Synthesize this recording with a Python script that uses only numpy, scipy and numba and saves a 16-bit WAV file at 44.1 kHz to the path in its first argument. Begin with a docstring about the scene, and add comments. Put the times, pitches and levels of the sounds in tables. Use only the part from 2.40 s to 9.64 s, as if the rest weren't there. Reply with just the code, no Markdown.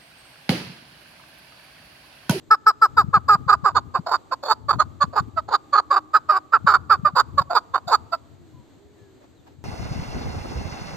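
"""In a quiet village lane a chukar partridge calls about thirty harsh notes, close by, then stops.
Pulses from its syrinx break between a high and a low register and rasp at the breaks; resonant
filters for mouth, throat and windpipe colour them. Delayed copies and decaying noise make the faint
reflections; filtered noise and short low thumps buffet the two microphone ports.
A few thin wavering tones call far off, cloth rustles softly, and shaped noise is the village hush."""
import sys
import numpy as np
from scipy import signal
from scipy.fft import rfft, irfft
from scipy.io import wavfile
from scipy.ndimage import uniform_filter1d, minimum_filter1d, map_coordinates
from numba import njit

SR = 44100
rng = np.random.default_rng(int(sys.argv[2]) if len(sys.argv) > 2 else 0)


def wav_out(sig):
    """Save sig, one row per channel (or a flat mono array), as 16-bit PCM at SR to the path in sys.argv[1]."""
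    wavfile.write(sys.argv[1], SR, np.round(np.clip(np.atleast_2d(sig).T, -1, 1) * 32767).astype(np.int16))


N = 319284

# spectrum of the village hush: freq_hz, relative_level_db
VILLAGE_COLOUR = [(40, -10.5), (100, 4), (190, -4.5), (290, 6), (450, -4), (650, -7.5), (1100, -14),
                  (1700, -17.5), (2700, -22), (4200, -19.5), (5400, -30.5), (7000, -22), (13000, -36)]
# spectrum of air turbulence at the ports: freq_hz, relative_level_db
AIR_COLOUR = [(25, -27), (50, -16), (80, 1), (115, 1), (180, -13.5), (260, -11.5), (450, -26),
              (1000, -62.5)]
# gusts: start_s, length_s, relative_level_db, dying_away_db
AIR_GUSTS = [(.55, 1.07, -36.5, 7), (2.17, .93, -41, 1), (4.18, .84, -41.5, 1), (5.0, 1.25, -57, -4),
             (7.14, .1, -54, 0)]
# sharper puffs: centre_s, relative_level_db
AIR_PUFFS = [(0.54, -31.5), (0.645, -21), (0.688, -21.5), (0.776, -17), (0.955, -20.5), (1.07, -24),
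             (1.238, -22.5), (1.597, -21.5), (2.38, -24.5), (2.644, -22.5), (2.809, -21.5), (4.25, -20.5),
             (4.597, -26), (4.638, -21.5), (4.74, -27), (5.011, -23.5), (5.472, -32), (6.15, -37),
             (7.19, -40.5)]
# clucks start in the high register, break to the low one, sag and may trail off in a croak;
# long ones slacken midway and catch again. slide_oct enters the low register from above (+) or below (-):
# start_s, rise_s, hold_s, croak_s, level_db, sag_db, midway_dip_db, break_after_s, catch_after_s (0 = none),
# high_pitch_hz, low_pitch_hz, slide_oct, roughness (0-1), mouth_hz, treble_db (relative)
CLUCK_NOTES = [(0.104, 0.007, 0.033, 0.003, -7.0, 7.7, 0.0, 0.004, 0.0, 495, 452, -0.08, 0.08, 1424, -24.7),
               (0.261, 0.008, 0.037, 0.003, -6.8, 11.1, 0.0, 0.005, 0.0, 490, 446, -0.06, 0.08, 1343, -21.8),
               (0.414, 0.01, 0.036, 0.004, -6.6, 11.3, 0.0, 0.006, 0.0, 539, 436, -0.02, 0.08, 1334, -24.9),
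               (0.567, 0.015, 0.037, 0.007, -6.5, 17.3, 2.1, 0.012, 0.0, 487, 437, -0.02, 0.08, 1287, -26.2),
               (0.729, 0.015, 0.031, 0.004, -7.8, 9.2, 0.7, 0.01, 0.0, 556, 421, 0.06, 0.08, 1263, -27.6),
               (0.88, 0.014, 0.058, 0.007, -8.1, 5.2, 2.0, 0.012, 0.0, 559, 424, 0.05, 0.08, 1233, -24.3),
               (1.076, 0.019, 0.046, 0.006, -10.8, 0.6, 0.7, 0.014, 0.046, 531, 408, 0.05, 0.26, 1217, -22.7),
               (1.238, 0.024, 0.029, 0.018, -10.0, 7.2, 4.7, 0.02, 0.0, 553, 415, -0.0, 0.22, 1172, -24.4),
               (1.346, 0.021, 0.02, 0.005, -9.9, 13.9, 0.0, 0.016, 0.0, 490, 396, 0.09, 0.19, 1157, -21.8),
               (1.538, 0.021, 0.009, 0.019, -13.5, 6.3, 1.3, 0.019, 0.0, 526, 415, -0.09, 0.33, 1076, -23.0),
               (1.91, 0.013, 0.013, 0.006, -18.2, 0.0, 1.1, 0.01, 0.0, 649, 525, 0.01, 0.31, 1033, -16.7),
               (2.282, 0.018, 0.015, 0.037, -11.5, 0.0, 0.0, 0.023, 0.041, 571, 415, -0.02, 0.29, 1136, -19.5),
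               (2.385, 0.025, 0.017, 0.007, -10.3, 13.7, 0.0, 0.027, 0.0, 624, 409, 0.02, 0.35, 1169, -20.7),
               (2.602, 0.019, 0.019, 0.006, -12.1, 9.4, 0.0, 0.034, 0.0, 586, 370, 0.28, 0.28, 1212, -21.3),
               (2.961, 0.02, 0.013, 0.006, -17.2, 4.8, 0.0, 0.046, 0.0, 652, 483, 0.02, 0.19, 1082, -24.3),
               (3.325, 0.014, 0.051, 0.007, -12.1, 0.0, 0.9, 0.027, 0.048, 579, 404, 0.01, 0.26, 1186, -20.4),
               (3.501, 0.015, 0.064, 0.006, -10.9, 4.9, 6.7, 0.024, 0.055, 577, 414, 0.04, 0.24, 1147, -22.9),
               (3.732, 0.018, 0.026, 0.004, -8.4, 12.0, 0.4, 0.015, 0.0, 622, 448, 0.04, 0.19, 1340, -25.2),
               (3.886, 0.014, 0.078, 0.004, -10.6, 7.0, 7.2, 0.032, 0.0, 617, 415, 0.09, 0.25, 1188, -26.1),
               (4.12, 0.015, 0.032, 0.003, -9.4, 9.2, 0.0, 0.012, 0.0, 604, 445, 0.13, 0.25, 1341, -27.3),
               (4.262, 0.014, 0.08, 0.009, -9.1, 0.9, 6.9, 0.021, 0.07, 603, 430, 0.1, 0.38, 1288, -23.4),
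               (4.494, 0.014, 0.046, 0.006, -8.2, 16.6, 0.5, 0.013, 0.0, 602, 428, 0.1, 0.19, 1298, -26.6),
               (4.646, 0.011, 0.033, 0.01, -9.9, 16.3, 0.0, 0.033, 0.0, 600, 446, 0.01, 0.24, 1239, -26.4),
               (4.973, 0.013, 0.011, 0.022, -11.9, 0.0, 0.9, 0.034, 0.0, 555, 416, 0.3, 0.23, 1106, -19.8),
               (5.334, 0.015, 0.012, 0.022, -12.6, 0.0, 2.0, 0.018, 0.0, 542, 402, 0.07, 0.34, 1094, -23.6),
               (5.717, 0.017, 0.017, 0.006, -17.7, 7.9, 0.0, 0.044, 0.0, 670, 473, -0.05, 0.29, 1010, -17.0)]
# squawks start as a low-level growl, swell to an accent and fall away:
# start_s, growl_s, swell_s, fall_s, growl_db, accent_db, growl_pitch_hz, accent_pitch_hz,
# roughness (0-1), mouth_hz, treble_db (relative)
SQUAWK_NOTES = [(1.659, 0.048, 0.042, 0.022, -27.0, -14.7, 682, 378, 0.45, 1142, -16.0),
                (2.027, 0.05, 0.042, 0.022, -29.4, -12.4, 555, 401, 0.39, 1068, -12.5),
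                (2.726, 0.027, 0.038, 0.021, -32.0, -14.0, 541, 382, 0.36, 1144, -21.0),
                (3.078, 0.032, 0.043, 0.017, -29.2, -12.5, 442, 393, 0.35, 1152, -18.0),
                (4.751, 0.008, 0.048, 0.015, -19.5, -10.4, 550, 404, 0.45, 1180, -18.0),
                (5.096, 0.048, 0.029, 0.023, -23.4, -9.7, 684, 415, 0.29, 1123, -17.4),
                (5.473, 0.034, 0.042, 0.015, -24.4, -10.0, 632, 410, 0.24, 1132, -15.7)]
# steady colour of the throat: freq_hz, level_db
THROAT_COLOUR = [(200, -12), (380, -3.5), (650, -2), (900, -3), (1250, 0), (1450, -1), (1750, -11),
                 (2050, -21), (2500, -18), (3200, -26), (4500, -50)]
# the bird stretches and draws in its neck: time_s, windpipe_tuning_factor
NECK_TUNING = [(0.12, 1.107), (0.45, 1.047), (0.9, 1.018), (1.7, 0.97), (3.1, 0.95), (3.9, 1.014),
               (4.8, 0.98), (5.7, 0.96)]
# dips between the windpipe's resonances: centre_hz, width_hz (centre before neck tuning)
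WINDPIPE_DIPS = [(3050, 150), (5950, 800)]
# resonances of the windpipe: centre_hz, width_hz, relative_level_db (centre before neck tuning)
WINDPIPE_RESONANCES = [(3842, 505, -5.5), (4636, 410, 2.5), (4795, 250, -6), (7214, 723, -11.5),
                       (11920, 1100, -19.5)]
# where the bird stands: time_s, left_minus_right_db, left_lead_ms
BIRD_PLACE = [(0.1, 0.3, .16), (0.7, 1, 0.15), (1.2, -5, .13), (1.8, -6, 0.093), (2.3, -5.2, 0.079),
              (2.8, -5.5, 0.0029), (3.3, -4, 0.013), (3.8, -3.5, 0.00025), (4.3, -4, .02), (4.8, -6, 0.075),
              (5.6, -5.6, 0.08)]
# the phone's body shades and delays its ports: freq_hz, left_minus_right_db, left_phase_lead_rad
PORT_SHADING = [(300, 2.5, -0.26), (670, 5.5, -1.3), (980, 1.5, -.9), (1320, -1.5, -0.44), (2340, 0, -0.14),
                (4500, -4, 0.32), (11900, -3, 0.67)]
# thin far-off calls: start_s, length_s, start_pitch_hz, middle_pitch_hz, end_pitch_hz, level_db
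DISTANT_CALLS = [(3.153, 0.65, 320, 304, 334, -54), (5.985, .22, 365, 327, 320, -55),
                 (6.132, 0.11, 1040, 970, 995, -58.5), (6.331, .65, 405, 398, 320, -58),
                 (6.54, 0.17, 1950, 1710, 1700, -68.5), (6.95, 0.069, 4300, 3700, 3350, -72)]
# soft rustles of sleeve and hand: start_s, length_s, centre_hz, level_db
CLOTH_RUSTLES = [(6.797, 0.078, 650, -54), (7.061, 0.033, 787, -50), (7.066, 0.097, 346, -55.5)]
# colour of the glancing copies, the wall tail and the phone's treble: freq_hz, level_db
GLANCE_COLOUR = [(1400, -24), (2400, 3.5)]
WALL_COLOUR = [(400, 13.5), (1500, -2), (5000, -2), (12000, -12.5)]
PHONE_COLOUR = [(8200, 0), (9200, -12), (11000, -24.5), (11800, 3)]

TIME = np.arange(N) / SR
BINS = np.fft.rfftfreq(N, 1 / SR)
VILLAGE_DB = -54.5  # average over both channels, before slow swells
CALM_DB, GUST_EDGE_S = -59, .08  # breeze between gusts, relative; softening of gust edges
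# effort is in dB around a note's nominal level; pitch, mouth and treble follow it
SILENT_DB, RELEASE_S = -36, .009  # effort at a cluck's onset; drop from hold to croak
CROAK_DB, CROAK_FADE_DB = -15, 12
PITCH_OCT_PER_DB, HIGH_OCT_PER_DB, MOUTH_OCT_PER_DB, TREBLE_DB_PER_DB = .018, .002, .011, -.17
SQUAWK_MOUTH_OCT_PER_DB, SQUAWK_FALL_OCT_PER_S = .036, 9
CROAK_ROUGH, GROWL_ROUGH = .45, .25  # added roughness
BREAK_S, BREAK_DIP_DB, BREAK_ROUGH = .0025, 7, .35  # the voice stumbles as it changes register
SLIDE_S = .012  # time the pitch takes to settle after the break
HIGH_FALL_OCT_PER_S = 4  # the high register sinks towards the break
CATCH_S, CATCH_DIP_DB, SURGE_DB = .005, 7, 3  # a long note catches briefly, then surges
GROWL_DIP_DB, GROWL_DIP_S = 5, .005  # the voice slackens between growl and swell
RATTLE_S, RATTLE_DB, RATTLE_OCT = .024, 2.5, .3  # the growl comes in bursts, each sliding down in pitch
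STUMBLE_DB, STUMBLES_PER_S = 4.5, 150  # unsteady effort of a fully rough voice
WOBBLE_OCT, WOBBLES_PER_S = .12, 110  # unsteady pitch of a fully rough voice
TREBLE_FLICKER_DB, TREBLE_FLICKERS_PER_S = 2.4, 70
LOUDEST_DB = -7  # ceiling on the voice's effort
TOP_HZ = 13600  # the phone passes nothing much above this


def undb(db):
    """Decibels to gain."""
    return 10 ** (np.asarray(db) / 20)


def unit(x):
    """Scale to rms 1."""
    return x / np.sqrt(np.mean(x ** 2))


def over_bins(hz, values):
    """Join points by straight lines on a log-frequency axis."""
    return np.interp(np.log(BINS + 1), np.log(hz), values)


def colour(x, points):
    """Filter by (Hz, dB) points."""
    return irfft(rfft(x) * undb(over_bins(*np.transpose(points))), N)


def smooth(x, seconds):
    """Triangular moving average, two box averages of the given length."""
    size = max(int(seconds * SR), 1)
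    return uniform_filter1d(uniform_filter1d(x, size), size)


def steady(x, seconds):
    """Even out the level, keeping whatever is faster than the given time."""
    return x / np.sqrt(np.abs(smooth(x ** 2, seconds)) + 1e-12)


def walk(rate):
    """Smooth chance with a spread near 1, heading for a new value `rate` times a second."""
    knots = rng.standard_normal(N // 8)
    # straight lines between knots shrink the spread; the factor restores it
    return np.sqrt(3 / 2) * np.interp(TIME * rate, np.arange(len(knots)), knots)


def span(start, length):
    """Sample indices of an event and its progress 0-1."""
    i = np.arange(max(int(start * SR), 0), min(int((start + length) * SR), N))
    return i, np.linspace(0, 1, len(i))


def arch(u, first, middle, last):
    """Parabola through three values."""
    return first * (1 - u) * (1 - 2 * u) + middle * 4 * u * (1 - u) + last * u * (2 * u - 1)


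@njit
def resonate(x, hz, width):
    """State-variable band-pass whose centre moves."""
    y, band, low = np.empty(len(x)), 0., 0.
    for i in range(len(x)):
        g, damping = np.tan(np.pi * hz[i] / SR), width / hz[i]
        v = (band + g * (x[i] - low)) / (1 + g * (g + damping))
        band, low, y[i] = 2 * v - band, low + 2 * g * v, damping * v
    return y


def village(swell_db=1, shared=0.76):
    """Quiet outdoor hush: shaped noise, partly the same in both ports, swelling gently."""
    noise = rng.standard_normal((2, N)) + shared * rng.standard_normal(N)
    return unit(colour(noise, VILLAGE_COLOUR)) * undb(VILLAGE_DB + swell_db * walk(12))


def breeze():
    """Strength of the air at the phone: gusts rise out of a calm and change in level as they pass."""
    gain = np.zeros(N)
    for start, length, db, dying_db in AIR_GUSTS:
        i, u = span(start, length)
        gain[i] += undb(db - dying_db * u)
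    return undb(CALM_DB) + smooth(gain, GUST_EDGE_S)


def buffeting(air_db=-3, puff_db=-1, left_db=4, right_db=-5.5, flutter_db=4.5):
    """Eddies push on each port separately, mostly the left; a strong one is a single dull thump."""
    puff_s, puff_hz = .0052, 120  # width and lowest pitch of a thump
    gain = breeze() * undb(air_db + flutter_db * walk(35))
    out = np.array([gain * steady(colour(rng.standard_normal(N), AIR_COLOUR), .02) for _ in range(2)])
    for (centre, db), chance in zip(AIR_PUFFS, rng.random((len(AIR_PUFFS), 3))):
        i, _ = span(centre - .05, .1)
        t = TIME[i] - centre
        pitch = puff_hz * (1 + .5 * chance[0])
        swing = np.sin(2 * np.pi * (pitch * t + chance[1:, None]))  # own phase at each port
        out[:, i] += undb(db + puff_db) * np.exp(-(t / puff_s) ** 2) * swing
    return out * undb([[left_db], [right_db]])


def cluck(rise, hold, croak, level_db, sag_db, dip_db, break_s, catch_s,
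          high_hz, low_hz, slide_oct, rough, mouth_hz, treble_db):
    """Quick attack, sagging hold, release into a croak; the register breaks, and a long note catches."""
    t = TIME[:int((rise + hold + RELEASE_S + croak) * SR)]
    attack = SILENT_DB * np.clip(1 - t / rise, 0, 1) ** 2
    held = np.clip((t - rise) / hold, 0, 1)
    released = np.clip((t - rise - hold) / RELEASE_S, 0, 1)
    faded = np.clip((t - rise - hold - RELEASE_S) / croak, 0, 1)
    sag = sag_db * held ** 2.5 + dip_db * np.sin(np.pi * held) ** 2
    effort = attack - sag + CROAK_DB * released - CROAK_FADE_DB * faded ** 2
    breaking = np.exp(-((t - break_s) / BREAK_S) ** 2)
    if catch_s > 0:
        since = (t - catch_s) / CATCH_S
        effort = effort - CATCH_DIP_DB * np.exp(-since ** 2) + SURGE_DB * np.exp(-(since / 2 - 1) ** 2)
        breaking = breaking + np.exp(-((t - catch_s) / BREAK_S) ** 2)
    slide = slide_oct * np.exp(-((t - break_s) / SLIDE_S) ** 2)
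    high = high_hz * 2 ** (HIGH_OCT_PER_DB * effort + HIGH_FALL_OCT_PER_S * (break_s / 2 - t))
    low = low_hz * 2 ** (PITCH_OCT_PER_DB * effort + slide)
    return (np.where(t < break_s, high, low),
            level_db + effort - BREAK_DIP_DB * breaking,
            rough + CROAK_ROUGH * released + BREAK_ROUGH * breaking,
            mouth_hz * 2 ** (MOUTH_OCT_PER_DB * effort),
            treble_db + TREBLE_DB_PER_DB * effort)


def squawk(growl, swell, fall, growl_db, accent_db, growl_hz, accent_hz, rough, mouth_hz, treble_db,
           onset_s=.013, onset_db=-20, fall_db=-30):
    """A rattling growl through a half-closed beak, which opens as the voice swells and slides down."""
    t = TIME[:int((growl + swell + fall) * SR)]
    swelling = np.clip((t - growl) / swell, 0, 1)
    falling = np.clip((t - growl - swell) / fall, 0, 1)
    opening = (growl_db - accent_db) * (1 - swelling) ** 1.4
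    slack = GROWL_DIP_DB * np.exp(-((t - growl) / GROWL_DIP_S) ** 2)
    burst = (t / RATTLE_S) % 1
    rattle = RATTLE_DB * np.cos(2 * np.pi * burst) * (1 - swelling)
    onset = onset_db * np.clip(1 - t / onset_s, 0, 1) ** 2
    effort = opening - slack - rattle + onset + fall_db * falling ** 1.5
    growling = growl_hz * 2 ** (RATTLE_OCT * (.5 - burst))
    slide = SQUAWK_FALL_OCT_PER_S * (growl + swell - t)
    calling = accent_hz * 2 ** (slide + PITCH_OCT_PER_DB * fall_db * falling ** 2)
    return (np.where(t < growl, growling, calling),
            accent_db + effort,
            rough + GROWL_ROUGH * (1 - swelling),
            mouth_hz * 2 ** (SQUAWK_MOUTH_OCT_PER_DB * opening),
            treble_db + TREBLE_DB_PER_DB * effort)


def gestures():
    """Pitch, loudness, roughness, mouth resonance and treble of the voice at every sample."""
    controls, sounding = np.zeros((5, N)), np.zeros(N, bool)
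    for shape, notes in ((cluck, CLUCK_NOTES), (squawk, SQUAWK_NOTES)):
        for start, *row in notes:
            note = np.array(shape(*row))
            i = int(start * SR) + np.arange(note.shape[1])
            controls[:, i], sounding[i] = note, True
    # glide across the silences so that no control jumps there
    hz, db, rough, mouth_hz, treble_db = (np.interp(TIME, TIME[sounding], c[sounding]) for c in controls)
    rough = np.clip(rough, 0, 1)
    hz = hz * 2 ** (WOBBLE_OCT * rough * walk(WOBBLES_PER_S))
    treble_db = treble_db + TREBLE_FLICKER_DB * walk(TREBLE_FLICKERS_PER_S)
    gain = sounding * undb(db + STUMBLE_DB * rough * walk(STUMBLES_PER_S))
    return smooth(hz, .001), smooth(gain, .0018), rough, smooth(mouth_hz, 0.0017), smooth(treble_db, 0.0025)


def syrinx(hz, rough, shimmer_db=6, closure=.35):
    """One sharp pulse a cycle, uneven in time and size when rough, and a puff of turbulence after each."""
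    cycles = np.cumsum(hz) / SR
    turns = np.arange(1, int(cycles[-1]))
    chance = rng.standard_normal((len(turns), 2))
    at = np.interp(turns, cycles, np.arange(N))
    unrest = rough[at.astype(int)]
    jitter = .005 + .125 * unrest ** 1.35  # in cycles
    at = at + jitter * chance[:, 0] * SR / hz[at.astype(int)]
    # windowed sinc places each pulse between samples
    taps = at.astype(int)[:, None] + np.arange(-7, 9)
    offset = taps - at[:, None]
    clicks = np.sinc(offset) * np.cos(np.pi * offset / 16) ** 2
    # pushed hard, the membranes alternate strong and weak beats
    size_db = unrest * (shimmer_db * chance[:, 1] + 4 * (-1.) ** turns)
    pulses = np.zeros(N)
    np.add.at(pulses, taps % N, clicks * undb(size_db)[:, None])
    puffs = np.exp(-(cycles % 1) / closure) * rng.standard_normal(N)
    return unit(pulses), unit(puffs)


def partridge(mouth_width_hz=290, lock=0.56, lock_width_hz=900, body_db=0.1, treble_trim_db=-1.7):
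    """Pulses ring the mouth and throat; their sharp edges and the turbulence ring the windpipe."""
    rasp, hiss = .5, .35  # turbulence in the body and in the windpipe
    shift, vary_db = .02, 1.5  # drift of windpipe tuning and of each resonance's level
    hz, gain, rough, mouth_hz, treble_db = gestures()
    pulses, puffs = syrinx(hz, rough)
    throat = colour(pulses + rasp * rough * puffs, THROAT_COLOUR)
    body = resonate(throat, mouth_hz, float(mouth_width_hz))
    # loud notes lock on to the mouth resonance, soft ones stay broad and croaky
    locked = np.clip(lock * gain / undb(LOUDEST_DB), 0, .8)
    body = (1 - locked) * body + locked * resonate(body, mouth_hz, float(lock_width_hz))
    edges, treble = pulses + (hiss + rough) * puffs, 0
    neck = np.interp(TIME, *np.transpose(NECK_TUNING)) * (1 + shift * walk(13))
    for centre, width in WINDPIPE_DIPS:
        edges = edges - resonate(edges, centre * neck, float(width))
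    for centre, width, db in WINDPIPE_RESONANCES:
        ring = resonate(edges, centre * neck, float(width))
        ring = resonate(ring, centre * neck, float(width))
        treble = treble + undb(db + vary_db * walk(15)) * ring
    voice = undb(body_db) * steady(body, 0.006) + undb(treble_db + treble_trim_db) * steady(treble, .012)
    return smooth(np.minimum(gain, undb(LOUDEST_DB)), .001) * voice


def ports(x):
    """Two microphone ports hear the bird at different levels and moments."""
    s, pan, lead_ms = np.transpose(BIRD_PLACE)
    pan_db, lead_s = np.interp(TIME, s, pan), np.interp(TIME, s, lead_ms) / 1000
    hz, shade_db, turn = np.transpose(PORT_SHADING)
    out = []
    for side in (.5, -.5):  # left, right: each takes half the difference
        shading = undb(side * over_bins(hz, shade_db)) * np.exp(1j * side * over_bins(hz, turn))
        heard = irfft(rfft(x) * shading, N)
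        out.append(undb(side * pan_db) * map_coordinates(heard, [(TIME + side * lead_s) * SR], order=3))
    return np.array(out)


def glances(x, glance_db=-6, delay_s=0.001179, sway=.25):
    """Short waves glance off nearby hands and faces; the path to each port shifts as they move."""
    bright = colour(x, GLANCE_COLOUR)
    paths = [delay_s * (1 + sway * walk(3)) for _ in range(2)]
    return undb(glance_db) * np.array([np.interp(TIME - path, TIME, bright) for path in paths])


def lane(x, near_db=-24, far_db=-34, near_t60=.07, far_t60=1.0):
    """Ground and bodies scatter the call at once; house walls return a faint, duller tail."""
    t = TIME[:SR]
    near = rng.standard_normal((2, SR)) * undb(-60 * t / near_t60) * (t > .002)
    far = rng.standard_normal((2, SR)) * undb(-60 * t / far_t60) * (t > .025)

    def reflect(echo):
        return signal.fftconvolve(x[None], unit(echo) / np.sqrt(SR), axes=1)[:, :N]

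    return undb(near_db) * reflect(near) + undb(far_db) * colour(reflect(far), WALL_COLOUR)


def far_calls(waver=0.017, fading_db=3):
    """Nearly pure tones that waver and fade on their way through the air."""
    out, drift = np.zeros(N), 1 + waver * walk(60)
    for start, length, first_hz, middle_hz, last_hz, db in DISTANT_CALLS:
        i, u = span(start, length)
        phase = 2 * np.pi * np.cumsum(arch(u, first_hz, middle_hz, last_hz) * drift[i]) / SR
        out[i] += undb(db) * np.sqrt(2 * np.abs(np.sin(np.pi * u))) * np.sin(phase)
    return np.array([out * undb(fading_db * walk(6.7)) for _ in range(2)])


def rustles():
    """Short brushes of cloth: band-passed noise that swells and fades, separate in each port."""
    out = np.zeros((2, N))
    for start, length, hz, db in CLOTH_RUSTLES:
        i, u = span(start, length)
        for channel in out:
            brush = resonate(rng.standard_normal(len(i)), np.full(len(i), float(hz)), 0.34 * hz)
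            channel[i] += undb(db) * np.sin(np.pi * u) * unit(brush)
    return out


def scene():
    """The bird close by, the lane around it and the air on the phone."""
    bird = partridge()
    call = ports(bird) + glances(bird) + lane(bird)
    return village() + buffeting() + call + far_calls() + rustles()


def record(dry):
    """The phone holds down the loudest peaks, has a dip in the high treble and cuts the top."""
    ceiling = .88
    room_left = ceiling / np.maximum(np.abs(dry).max(axis=0), ceiling)
    limited = dry * smooth(minimum_filter1d(room_left, size=265), .003)  # ducks around each peak
    dipped = colour(limited, PHONE_COLOUR)
    return signal.sosfilt(signal.ellip(8, .2, 70, TOP_HZ, fs=SR, output="sos"), dipped)


dry = scene()
out = record(dry)
wav_out(out)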